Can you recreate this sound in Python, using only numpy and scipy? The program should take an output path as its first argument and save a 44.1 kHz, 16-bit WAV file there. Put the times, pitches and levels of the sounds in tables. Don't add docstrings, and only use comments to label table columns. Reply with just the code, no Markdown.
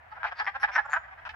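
import sys
import numpy as np
from scipy import signal
from scipy.fft import rfft, irfft, next_fast_len
from scipy.io import wavfile
from scipy.ndimage import map_coordinates

SR = 44100
rng = np.random.default_rng(int(sys.argv[2]) if len(sys.argv) > 2 else 0)


def log_audio(samples):
    frames = np.atleast_2d(samples).T
    limited = np.clip(frames, -1, 1)
    pcm = np.round(limited * 32767).astype(np.int16)
    wavfile.write(sys.argv[1], SR, pcm)


N = 59535


def amp(db):
    return 10 ** (np.asarray(db) / 20)


def unit(x):
    return x / np.sqrt(np.mean(x ** 2) + 1e-20)


def seconds(ms):
    return ms / 1000


def along(points, hz):
    point_hz, values = np.transpose(points)
    return np.interp(np.log(hz + 1), np.log(point_hz + 1), values)


def wobble(rate):
    knots = rng.standard_normal(int(N * rate / SR) + 4)
    return map_coordinates(knots, [np.arange(N) * rate / SR])


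def filtered(x, response):
    size = next_fast_len(N + SR // 2)
    spectrum = rfft(x, size) * response(np.fft.rfftfreq(size, 1 / SR))
    return irfft(spectrum, size)[..., :N]


def decay(t, t60):
    return np.exp(-np.log(1000) * t / t60)


def haze(spectrum, side_db):
    mid, side = filtered(rng.standard_normal((2, N)), lambda hz: amp(along(spectrum, hz)))
    return unit(np.array([mid + amp(side_db) * side, mid - amp(side_db) * side]))


# frequency_hz, relative_density_db (dB per Hz)
RUMBLE_COLOUR = [(20, -49.5), (30, -22), (45, -5.5), (74, -2.5), (100, -12), (150, -21), (300, -30),
                 (900, -56.5)]
# time_s, level_db
RUMBLE_SWELLS = [(0, -64), (.22, -60.5), (0.321, -66.5), (.56, -59.5), (.68, -59), (.85, -63.5),
                 (1.051, -65.5), (1.199, -60.5), (1.35, -57)]


def rumble():
    level_db = np.interp(np.arange(N) / SR, *np.transpose(RUMBLE_SWELLS))
    return amp(level_db) * haze(RUMBLE_COLOUR, side_db=-15.5)


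HUM_HZ, HUM_DB = 119.4, -76


def hum():
    phase = 2 * np.pi * HUM_HZ * np.arange(N) / SR + 0.5 * wobble(6.5)
    return amp(HUM_DB + 1.3 * wobble(7)) * unit(np.sin(phase))


# frequency_hz, relative_density_db (dB per Hz)
CHORUS_COLOUR = [(150, -28.5), (300, -28), (480, -13), (760, 2.5), (1100, -6), (1750, -1.5), (2500, -13.5),
                 (4000, -31), (6000, -40), (9000, -48.5), (15000, -49.5)]
CHORUS_DB = -53.5


def far_chorus():
    return amp(CHORUS_DB + 0.5 * wobble(27)) * haze(CHORUS_COLOUR, side_db=0.5)


def background():
    return far_chorus() + (rumble() + hum()) * amp([[-1], [1]])


ATTACK_S = 0.0005


def ring(t, hz, t60):
    return np.sin(2 * np.pi * hz * t) * decay(t, t60) * (1 - np.exp(-t / ATTACK_S))


SETTLE = 0.3
SIZE_SCATTER_DB, RING_SCATTER = 1, 0.03


def pulse_train(length_ms, first_ms, settled_ms, count=20):
    gaps = settled_ms + (first_ms - settled_ms) * SETTLE ** np.arange(count)
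    ms = np.cumsum(gaps) - gaps
    size, tuning = rng.standard_normal((2, count, 1))
    keep = ms < length_ms
    return ms[keep, None], amp(SIZE_SCATTER_DB * size[keep]), 1 + RING_SCATTER * tuning[keep]


JITTER_S = 0.00009


def clock(start_s, ms, delay_ms, size=900):
    at = start_s + seconds(ms) + JITTER_S * rng.standard_normal(ms.shape)
    index = (at * SR).astype(int) + np.arange(size) - 10
    ears = seconds(delay_ms) * np.array([-0.5, 0.5])[:, None, None]
    return index, np.maximum(index / SR - at - ears, 0)


def laid(index, pulses):
    places = np.maximum(index, 0).ravel()
    return np.array([np.bincount(places, ear.ravel(), N)[:N] for ear in pulses])


# frequency_hz, relative_density_db (dB per Hz)
RASP_COLOUR = [(800, -14), (2500, 9.5), (5300, -5.5), (6500, -28), (8500, -40.5), (15000, -39)]
RASP_T60 = 0.0088


def rasp(index, t):
    white = rng.standard_normal(N // 4)
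    colour = amp(along(RASP_COLOUR, np.fft.rfftfreq(len(white), 1 / SR)))
    noise = unit(irfft(rfft(white) * colour))
    return noise[index % len(noise)] * decay(t, RASP_T60) * (1 - np.exp(-t / ATTACK_S))


SAC_T60, LOW_HZ, LOW_T60 = 0.0073, 868, 0.0074
SAG, LOW_SAG = 0.08, 0.16
LOW_GROWS_DB = 7
RASP_DB = -32.5
# frequency_hz, level_db (before the overtone gain), t60_s
OVERTONES = [(2510, -23, 0.0053), (3096, -22, 0.004), (3700, -30.5, 0.0025), (5090, -32.5, 0.0049)]


def croak(start_s, length_ms, level_db, rise_ms, rise_db, hold_ms, fall_db, first_ms, settled_ms,
          sac_hz, low_db, overtone_db, delay_ms, pan_db):
    ms, size, tuning = pulse_train(length_ms, first_ms, settled_ms)
    index, t = clock(start_s, ms, delay_ms)
    swell = ms / length_ms - 0.5
    corners_ms = [0, rise_ms, rise_ms + hold_ms, length_ms]
    effort_db = level_db - np.interp(ms, corners_ms, [rise_db, 0, 0, fall_db])
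    sac = ring(t, sac_hz * tuning * (1 - SAG * swell), SAC_T60)
    low = ring(t, LOW_HZ * tuning * (1 - LOW_SAG * swell), LOW_T60)
    low = amp(low_db + LOW_GROWS_DB * swell) * low
    upper = sum(amp(db) * ring(t, hz * tuning, t60) for hz, db, t60 in OVERTONES)
    bright = amp(overtone_db) * (amp(RASP_DB) * rasp(index, t) - upper)
    pulses = 2 * amp(effort_db) * size * (sac - low + bright)
    return laid(index, pulses) * amp([[pan_db / 2], [-pan_db / 2]])


def echo(x, decay_times):
    hz, t, z = signal.stft(rng.standard_normal((2, SR // 2)), SR, nperseg=256)
    dying = z * decay(t, along(decay_times, hz)[:, None])
    tail = signal.istft(dying, SR, nperseg=256)[1]
    return signal.fftconvolve(x, tail / np.linalg.norm(tail[0]), axes=1)[:, :N]


# frequency_hz, t60_s
BANK_DECAY = [(500, 0.042), (2000, 0.07), (8000, 0.09)]
BANK_DB = -3


def bank(x, db):
    return x + amp(db) * echo(x, BANK_DECAY)


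# start_s, length_ms, level_db (relative), pulse_gap_ms, sac_hz
FAR_CROAKS = [(.031, 20, -59, 3.1, 1500), (.116, 20, -40.5, 2.3, 1500), (.149, 17, -40.5, 4, 1590),
              (.195, 32, -42, 3.1, 1630), (.714, 28, -38.5, 3.0, 2220), (1.031, 28, -45, 3.45, 1850),
              (1.077, 16, -43.5, 3.1, 1570), (1.105, 35, -43, 2.6, 1793), (1.176, 26.4, -41, 3.03, 1540),
              (1.212, 26, -45, 3.0, 1830), (1.336, 12, -40.5, 2.8, 1570)]
FAR_LOW_DB, FAR_OVERTONE_DB = -2.5, 4.5
FAR_RISE_DB = 5
FAR_BANK_DB = 4


def far_croaks():
    total = 0
    for start_s, length_ms, level_db, gap_ms, sac_hz in FAR_CROAKS:
        call = croak(start_s, length_ms, level_db, length_ms / 2, FAR_RISE_DB, 0, FAR_RISE_DB, gap_ms, gap_ms,
                     sac_hz, FAR_LOW_DB, FAR_OVERTONE_DB, delay_ms=rng.uniform(-0.089, 0.37), pan_db=0)
        total = total + bank(call, FAR_BANK_DB)
    return total


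WHISTLE_T60, WHISTLE_SCATTER, TOP_RING_HZ = 0.0059, 0.019, 10760
TICK_RASP_DB = -7.5


def ticks(start_s, length_ms, gap_ms, sac_db, whistle_db, growth_db, whistle_hz, top_db):
    ms, size, tuning = pulse_train(length_ms, gap_ms, gap_ms)
    index, t = clock(start_s, ms, delay_ms=0.028)
    low = amp(-8.5) * ring(t, 950 * tuning, LOW_T60)
    sac = ring(t, 1750 * tuning, SAC_T60) - low
    scatter = 1 + WHISTLE_SCATTER * rng.standard_normal(ms.shape)
    top = amp(top_db) * ring(t, TOP_RING_HZ * scatter, WHISTLE_T60)
    whistle = ring(t, whistle_hz * scatter, WHISTLE_T60) + top
    bright = whistle + amp(TICK_RASP_DB) * rasp(index, t)
    growth = amp(growth_db * (ms / length_ms - 1))
    return laid(index, 2 * size * growth * (amp(sac_db) * sac + amp(whistle_db) * bright))


# start_s, length_ms, gap_ms, sac_db, whistle_db, growth_db, whistle_hz, top_ring_db
TICKS = [ (.1070, 23, 3.7, -44.5, -59.5, 7, 4620, -29), (0.3526, 48.8, 3.2, -25.5, -32, 27.5, 4780, -35),
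         (0.4453, 12, 10, -29, -42.5, 2.5, 5110, -31.5), (.5996, 40, 3.77, -26, -38, 12.5, 5280, -12.5),
         (0.7173, 50, 3.95, -22.5, -32, 18, 5460, -32), (.8520, 12, 4.1, -51, -52.5, 9.5, 7200, -14),
         (0.8983, 43.7, 6.8, -20, -32.5, 16, 6850, -17.5)]


def lead_in_ticks():
    return sum(ticks(*row) for row in TICKS)


# start_s, length_ms, level_db, rise_ms, rise_depth_db, hold_ms, fall_db,
# first_gap_ms, settled_gap_ms, sac_hz, low_ring_db, overtones_db, right_ear_delay_ms, left_minus_right_db
NEAR_CROAKS = [ (0.1663, 18, -34.5, 19, 1, 1, 9, 3.8, 3.9, 1550, -4.5, 1.5, 0.12, 1),
               (0.2316, 30.7, -19, 17.2, 2.5, 1.2, 9, 9.7, 2.8, 1516, -6, 5, 0.11, 1.5),
               (0.2651, 32.3, -31, 5.3, -1, 4.7, 9, 2.3, 2.45, 1880, 0, 12.5, 0.1, 1.5),
               (0.3107, 21, -26, 9.7, 11, 10, 9, 5.2, 5.6, 1603, -3.5, 8, 0.17, 2.5),
               (0.3913, 36.4, -20.5, 8.7, 4.5, 4.9, 9.5, 5.9, 2.33, 1653, -3, 5, 0.19, 2),
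               (0.4663, 32.6, -18.5, 0.66, 2.5, 15.3, 14.5, 5.82, 2.47, 1747, -4.5, 4.5, 0.03, 2),
               (0.5401, 27.9, -25.5, 13, 13, 14, 1.5, 4.1, 3.75, 1642, -3.5, 5.5, 0.12, 0.5),
               (0.6314, 26.8, -14.5, 3.8, -1, 7, 15, 5.0, 2.35, 1691, -6.5, 5.5, 0.15, 1),
               (0.6771, 29.3, -28, 11, 7.5, 4.4, 9, 3.24, 4.96, 1632, 3, 9.5, .08, -0.5),
               (0.7533, 25.5, -13, 3.9, 6.5, 5.6, 12, 5.0, 3.2, 1715, -9, -4, 0.039, 0),
               (0.7793, 25.9, -17, 3.5, -4, 7.4, 13, 3.12, 2.36, 1710, -2.5, 1, 0.074, -2),
               (.8460, 17.7, -31.5, 9, 6.5, 6, 1, 3.3, 3.6, 1413, -4.5, -6, 0, .5),
               (0.88, 21, -34.5, 7.8, 7, 6.2, 6.5, 3.2, 3.85, 1502, 2, 1, 0.15, 3),
               (0.9321, 21.8, -14, 1.9, -1, 1.9, 13.5, 3.973, 2.45, 1565, -11, -4.5, 0.017, 0.5),
               (0.96, 25.7, -19.5, 5.6, 0, 5.4, 19, 3.5, 2.98, 1503, -5, -4.5, 0.041, -0.5),
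               (1.2519, 30, -32, 17, -0.5, 6.4, 4, 3.9, 3.25, 1506, -5, 13, 0.14, 0.5),
               (1.2916, 24, -37, 4.6, -5, 2.5, 9.5, 2.3, 2.3, 1750, -5.5, 19, 0.16, -1)]


def near_croaks():
    return sum(bank(croak(*row), BANK_DB) for row in NEAR_CROAKS)


PLINK_S, PLINK_HZ, PLINK_T60, PLINK_DB = 1.2922, 1730, 0.06, -34


def plink():
    t = np.maximum(np.arange(N) / SR - PLINK_S, 0)
    return amp(PLINK_DB) * ring(t, PLINK_HZ, PLINK_T60)


# frequency_hz, t60_s
TREES_DECAY = [(500, 0.28), (2000, 0.51), (5000, 0.6), (10000, 0.22)]
TREES_DB = -19
# frequency_hz, gain_db
RADIATED = [(200, 6), (420, -6), (650, 0), (1000, -0.5), (1350, 1), (1900, 0), (3000, -0.5), (5500, -2),
            (8000, -1.5), (11000, -0.5), (15000, -3)]
LOW_CUT_HZ = 534


def frogs():
    calls = far_croaks() + bank(lead_in_ticks() + plink(), BANK_DB) + near_croaks()
    answered = calls + amp(TREES_DB) * echo(calls, TREES_DECAY)
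    voices = filtered(answered, lambda hz: amp(along(RADIATED, hz)))
    low_cut = signal.butter(N=5, Wn=LOW_CUT_HZ, btype="high", fs=SR, output="sos")
    return signal.sosfilt(low_cut, voices)


def scene():
    return background() + frogs()


TOP_HZ = 15700


def record(dry):
    return signal.sosfilt(signal.ellip(10, 0.1, 80, TOP_HZ, fs=SR, output="sos"), dry)


dry = scene()
out = record(dry)
log_audio(out)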